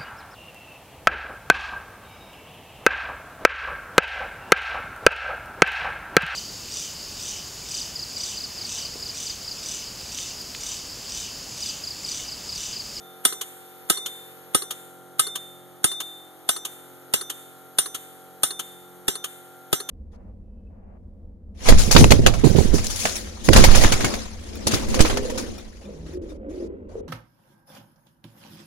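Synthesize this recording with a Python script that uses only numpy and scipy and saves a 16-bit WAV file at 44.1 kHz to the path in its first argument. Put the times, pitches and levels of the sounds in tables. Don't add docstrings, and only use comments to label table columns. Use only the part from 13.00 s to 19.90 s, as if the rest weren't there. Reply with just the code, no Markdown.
import sys
import numpy as np
from scipy import signal
from scipy.fft import rfft, irfft
from scipy.io import wavfile

SR = 44100
rng = np.random.default_rng(int(sys.argv[2]) if len(sys.argv) > 2 else 0)


def persist_wave(psi):
    counts = np.round(np.clip(psi, -1, 1) * 32767).astype(np.int16)
    wavfile.write(sys.argv[1], SR, np.atleast_2d(counts).T)


N = 304284
TIME = np.arange(N) / SR
CUTOFF_HZ = 14100


def from_db(db):
    return 10 ** (np.asarray(db) / 20)


def in_time(rows):
    return np.interp(TIME, *np.transpose(rows))


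def colour(x, spectrum, size=4096):
    hz, db = np.transpose(spectrum)
    log_bins = np.log(np.fft.rfftfreq(size, 1 / SR) + 1)
    gain = from_db(np.interp(log_bins, np.log(hz), db))
    gain[round(size * CUTOFF_HZ / SR):] /= 10
    gain /= np.sqrt(np.mean(gain ** 2))
    cepstrum = irfft(np.log(gain))
    cepstrum[1:size // 2] *= 2
    cepstrum[size // 2 + 1:] = 0
    impulse = irfft(np.exp(rfft(cepstrum)))
    return signal.oaconvolve(x, impulse[None], axes=-1)[:, :N]


def noise(grain_db=0, alike=0):
    sizes = from_db(grain_db * rng.standard_normal(N))
    sizes /= np.sqrt(np.mean(sizes ** 2))
    near, own = rng.standard_normal((2, N)) * sizes
    far = alike * near + np.sqrt(1 - alike ** 2) * own
    return np.array([near, far])


def drift(per_s):
    knots = rng.standard_normal(1000)
    return np.interp(TIME * per_s, np.arange(len(knots)), knots)


def bursts(times, levels_db, rise, hold, t60):
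    power = np.zeros(N)
    for s, db in np.broadcast(times, levels_db):
        start = max(int(s * SR), 0)
        age = TIME[:min(SR, N - start)]
        swell = np.minimum(age / rise, 1)
        decay = from_db(db - 60 * np.maximum(age - hold, 0) / t60)
        power[start:start + len(age)] += (swell * decay) ** 2
    return np.sqrt(power)


def ring(clicks, hz, t60):
    radius = from_db(-60 / (t60 * SR))
    angle = 2 * np.pi * hz / SR
    return signal.lfilter([np.sin(angle)], [1, -2 * radius * np.cos(angle), radius ** 2], clicks)


# strike level in dB, then what is added to the thud, the pings near 9 kHz and the longest rings, in dB.
STRIKES = [(-5.5, -4, 4, -4.5), (-6.5, 1, 1, 1), (-8, 6, 5, -6), (-8, -1.5, 3, 1.5), (-8, 1.5, 7, 6),
           (-8.5, -7, -2.5, -5), (-8, -0.5, -1.5, -7.5), (-8.5, -2.5, 7, -3), (-9, -1.5, 7, -4),
           (-10.5, 3.5, -1, -2), (-9, 6.5, -14, -8)]
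FIRST_S, CYCLE_S = .2512, .64772
REBOUND_AFTER_S, EXHAUST_AFTER_S = .0737, .1605


def strike_times():
    return FIRST_S + CYCLE_S * np.arange(len(STRIKES))


# frequency in Hz, relative strength in dB per Hz.
YARD_TONE = [(25, -24), (60, -3), (120, 5), (250, 0), (450, 3), (900, -15.5), (1400, -3), (2000, -20),
             (2550, -15), (3200, -9), (4500, -20.5), (8000, -12.5)]


def yard(level_db=-56.5):
    return from_db(level_db) * colour(noise(alike=0.66), YARD_TONE)


# time in seconds, turns per second.
COMPRESSOR_SPEED = [(0, 44.85), (2.7, 44.75), (3.1, 44.4), (3.45, 44.4), (3.7, 44.75), (6.9, 44.8)]
# multiple, basic level in dB in the open, basic level in dB with the microphone behind the clapper.
STRONG_ORDERS = [(2, -78.5, -76), (3, -63.5, -67), (4, -62.5, -67.5), (5, -68, -79), (6, -61, -64),
                 (7, -77.5, -59.5), (8, -59, -56.5), (9, -74.5, -66), (10, -56, -66.5), (11, -60.5, -67),
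                 (12, -62.5, -67), (14, -66.5, -68.5), (15, -78.5, -65.5), (16, -77, -72), (17, -57, -60),
                 (18, -77, -65.5), (19, -67, -69.5), (20, -73, -73), (28, -71, -72), (29, -77, -74),
                 (30, -60, -85), (31, -57, -71.5), (32, -93, -80), (34, -65, -85)]
# time in seconds, share from 0 to 1.
TUCKED = [(2.55, 0.49), (3.05, 1.0), (3.45, 1), (3.8, 0.5)]


def compressor(weak_db=-74.0, waver_db=2.4, top_fall_db=-15.0, bass_db=17.0, bass_reach=5.0, count=66):
    turn = 2 * np.pi * np.cumsum(in_time(COMPRESSOR_SPEED)) / SR
    tucked = in_time(TUCKED)
    strong = {round(order): levels for order, *levels in STRONG_ORDERS}
    drone = np.zeros(N)
    for order in range(2, count):
        weak = weak_db + top_fall_db * order / count
        open_db, tucked_db = strong.get(order, [weak, weak])
        db = open_db + (tucked_db - open_db) * tucked
        db = db + waver_db * drift(1.51)
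        db = db + bass_db * np.exp(-order / bass_reach)
        smear = np.pi / 2 * rng.standard_normal()
        drone += from_db(db) * np.sin(order * turn + smear)
    return np.sqrt(2) * drone


# frequency in Hz, relative strength in dB per Hz.
LEAK_TONE = [(2500, -5.5), (3300, -11), (5000, -14), (6500, -14), (8800, -12.5), (10500, -6), (12000, 1),
             (13700, -4.5)]
# time in seconds, level in dB before the gain in leak().
LEAKING = [(0.0, -48.5), (1.3, -46), (2.0, -54.5), (2.8, -53.5), (3.8, -50), (6.9, -52)]


def leak(gain_db=-5.0):
    return from_db(in_time(LEAKING) + gain_db) * colour(noise(), LEAK_TONE)


# frequency in Hz, relative strength in dB per Hz.
PUFF_TONE = [(100.0, -11), (250.0, -5.5), (420.0, -1.5), (750.0, -16), (1200.0, -3), (2000.0, -13),
             (3000.0, 5), (4000.0, -8), (4700.0, -11.5), (6500.0, -4), (9000.0, -2), (11000.0, -5.5),
             (13600.0, -7)]
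VENT_TONE = [(500, -14.5), (1200, -0.5), (1900, 4), (2550, 3.5), (3200, 6), (4800, -9), (6000, -6),
             (7500, 10.5), (9000, 6), (10500, 10), (11800, 5), (13700, 8.5)]


def exhaust(puff_db=-24.5, hiss_db=-47.0, leak_share=0.32):
    s = strike_times() + EXHAUST_AFTER_S
    leak_db = np.interp(s, *np.transpose(LEAKING))
    hiss_levels_db = hiss_db + leak_share * (leak_db - leak_db.mean())
    puff = bursts(s - .002, puff_db, rise=0.0049, hold=0.0056, t60=0.068)
    hiss = bursts(s, hiss_levels_db, rise=0.013, hold=0.07, t60=1.0)
    puff_sound = colour(puff * noise(grain_db=1.0, alike=0.44), PUFF_TONE)
    hiss_sound = colour(hiss * noise(alike=0.075), VENT_TONE)
    return puff_sound + hiss_sound


# frequency in Hz, relative strength in dB per Hz.
KNOCK_TONE = [(100.0, -15), (250.0, -5.5), (420.0, 9.5), (700.0, -22), (1150.0, -1), (2400.0, -15),
              (3200.0, -17), (4300.0, -18), (5200.0, -11), (7000.0, -14), (8500.0, -8.5), (10800.0, 8),
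              (12500.0, -38), (13800.0, -69)]
CLINK_TONE = [(3000, -19), (4050, -4), (4300, 6.5), (4550, -12), (5600, -34)]


def rebound(knock_db=-28.5, clink_db=-32.5):
    s = strike_times() + REBOUND_AFTER_S - .001
    knock = bursts(s, knock_db, rise=0.0009, hold=0.0017, t60=0.082)
    clink = bursts(s, clink_db, rise=0.00043, hold=0.0019, t60=0.025)
    knock_sound = colour(knock * noise(grain_db=1.5, alike=0.74), KNOCK_TONE)
    clink_sound = colour(clink * noise(alike=0.08), CLINK_TONE)
    return knock_sound + clink_sound


# frequency in Hz, relative strength in dB per Hz.
CLACK_TONE = [(500, -13), (900, -9), (1400, 2.5), (1950, -1), (2500, -6.5), (3200, 4), (4000, 4.5),
              (4400, -7), (5400, 2.5), (6500, -4.5), (8500, 3), (9700, 5), (10400, -0.5), (12400, 2.5),
              (13700, -3)]
THUD_TONE = [(25, -2), (60, -7.5), (120, -2), (250, -2), (400, -0.5), (700, -31.5), (2000, -28)]
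BODY_TONE = [(200, -28.5), (420, 3), (620, -1), (850, -2), (1300, -18.5), (3000, -62)]


def piston():
    s = strike_times()
    db, thud_db, _, _ = np.transpose(STRIKES)
    inrush = bursts(s - .012, db - 33, rise=0.0047, hold=0.0044, t60=0.036)
    slide = bursts(s - .004, db - 18, rise=0.013, hold=0.0038, t60=0.011)
    slam = bursts(s - .0006, db - 5.0, rise=0.00078, hold=0.003, t60=0.021)
    echo = bursts(s, db - 19.0, rise=0.0095, hold=0.0073, t60=0.19)
    thud = bursts(s, db + thud_db - 13.0, rise=0.001, hold=0.0031, t60=0.044)
    body = bursts(s, db - 17.5, rise=0.001, hold=0.0027, t60=0.032)
    clack = (slide + slam) * noise(grain_db=4.0, alike=0.026) + echo * noise(alike=0.054)
    sound = colour(inrush * noise(), VENT_TONE)
    sound += colour(clack, CLACK_TONE)
    sound += colour(thud * noise(), THUD_TONE)
    sound += colour(body * noise(alike=0.18), BODY_TONE)
    return sound


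# frequency in Hz, basic level in dB relative to the blow, seconds to fall 60 dB before damping.
STEEL_MODES = [(1270, -11, .05), (1570, -21, .045), (2089, -40, .4), (2650, -17, .04), (2915, -20, .07),
               (3565, -12.5, .045), (3585, -28, .85), (3587, -53, 2.5), (4770, -17, .04), (5173, -35, .25),
               (5620, -34, .3), (5886, -20, .06), (5886, -29, .36), (6098, -29, .52), (6854, -21, .07),
               (7461, -24, .3), (7530, -11, .045), (7664, -22, .32), (9087, -32, .4), (9292, -3.5, .055),
               (9398, -28, .36), (9469, -27, .38), (9776, -32, .35), (10826, -36, .35), (12009, -32, .42),
               (12235, -23, .12), (12446, -36, .42), (12620, -20, .07)]
# frequency in Hz, added level in dB.
CONTACT = [(1300, -1), (2800, 8.5), (3600, 6), (5800, 3.5), (7500, 6.5), (9300, 0), (12300, 3.5)]
# time in seconds, added level in dB.
LOW_MODES = [(0.25, 0.5), (1.0, 7), (3.5, 2), (4.1, -6), (6.7, 2)]
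PING_BAND_HZ, LOW_BELOW_HZ = (8900, 9600), 2200
LASTING_T60_S, LONGEST_T60_S = .2, .7
BUILD_T60_S, BUILD_SHARE, BLOOM_SHARE, BLOOM_DB = 0.0047, 0.079, 0.34, 4.5


def steel(rebound_db=-28.5, scatter_db=1.5, contact_s=.0015, far_db=-6.5, lasting_db=-3.5, damping=0.99,
          earlier_s=0.23):
    s = strike_times()
    db, _, ping_db, ring_db = np.transpose(STRIKES)
    low_db = np.interp(s, *np.transpose(LOW_MODES))
    times = np.r_[s, s + REBOUND_AFTER_S]
    out = np.zeros((2, N))
    for hz, mode_db, t60 in STEEL_MODES:
        low = hz < LOW_BELOW_HZ
        ping = PING_BAND_HZ[0] < hz < PING_BAND_HZ[1]
        longest = t60 > LONGEST_T60_S
        mode_db = mode_db + np.interp(hz, *np.transpose(CONTACT))
        mode_db = mode_db + lasting_db * (t60 > LASTING_T60_S) + BLOOM_DB * longest

        strike_db = db + low_db * low + ping_db * ping + ring_db * longest
        blow_db = np.r_[strike_db, np.full(len(s), rebound_db)]
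        scatter = scatter_db * rng.standard_normal(len(times))
        strength = from_db(blow_db + mode_db + scatter)

        delays = contact_s * rng.random((len(times), 2))
        at = ((times[:, None] + delays) * SR).astype(int)
        clicks = np.full((2, N), 1e-18)
        clicks[0, at[:, 0]] = strength
        clicks[1, at[:, 1]] = strength * from_db(far_db)
        clicks[0, 0] = from_db(db[0] + mode_db - 60 * earlier_s / t60)

        build_t60 = BUILD_T60_S + (BLOOM_SHARE if longest else BUILD_SHARE) * t60
        out += ring(clicks, hz, t60 / damping) - ring(clicks, hz, build_t60)
    return out


def scene():
    near, far = yard() + compressor() + leak() + exhaust() + rebound() + piston() + steel()
    return np.array([far * from_db(-3), near])


def record(dry, crossfeed=0.81, crossfeed_s=.000385, left_db=1):
    late = np.array([np.interp(TIME - crossfeed_s, TIME, port) for port in dry[::-1]])
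    wide = (dry - crossfeed * late) * from_db([[left_db], [0]])
    top_cut = signal.ellip(12, .1, 70, CUTOFF_HZ - 200, fs=SR, output="sos")
    return signal.sosfilt(top_cut, np.tanh(wide))


dry = scene()
out = record(dry)
persist_wave(out)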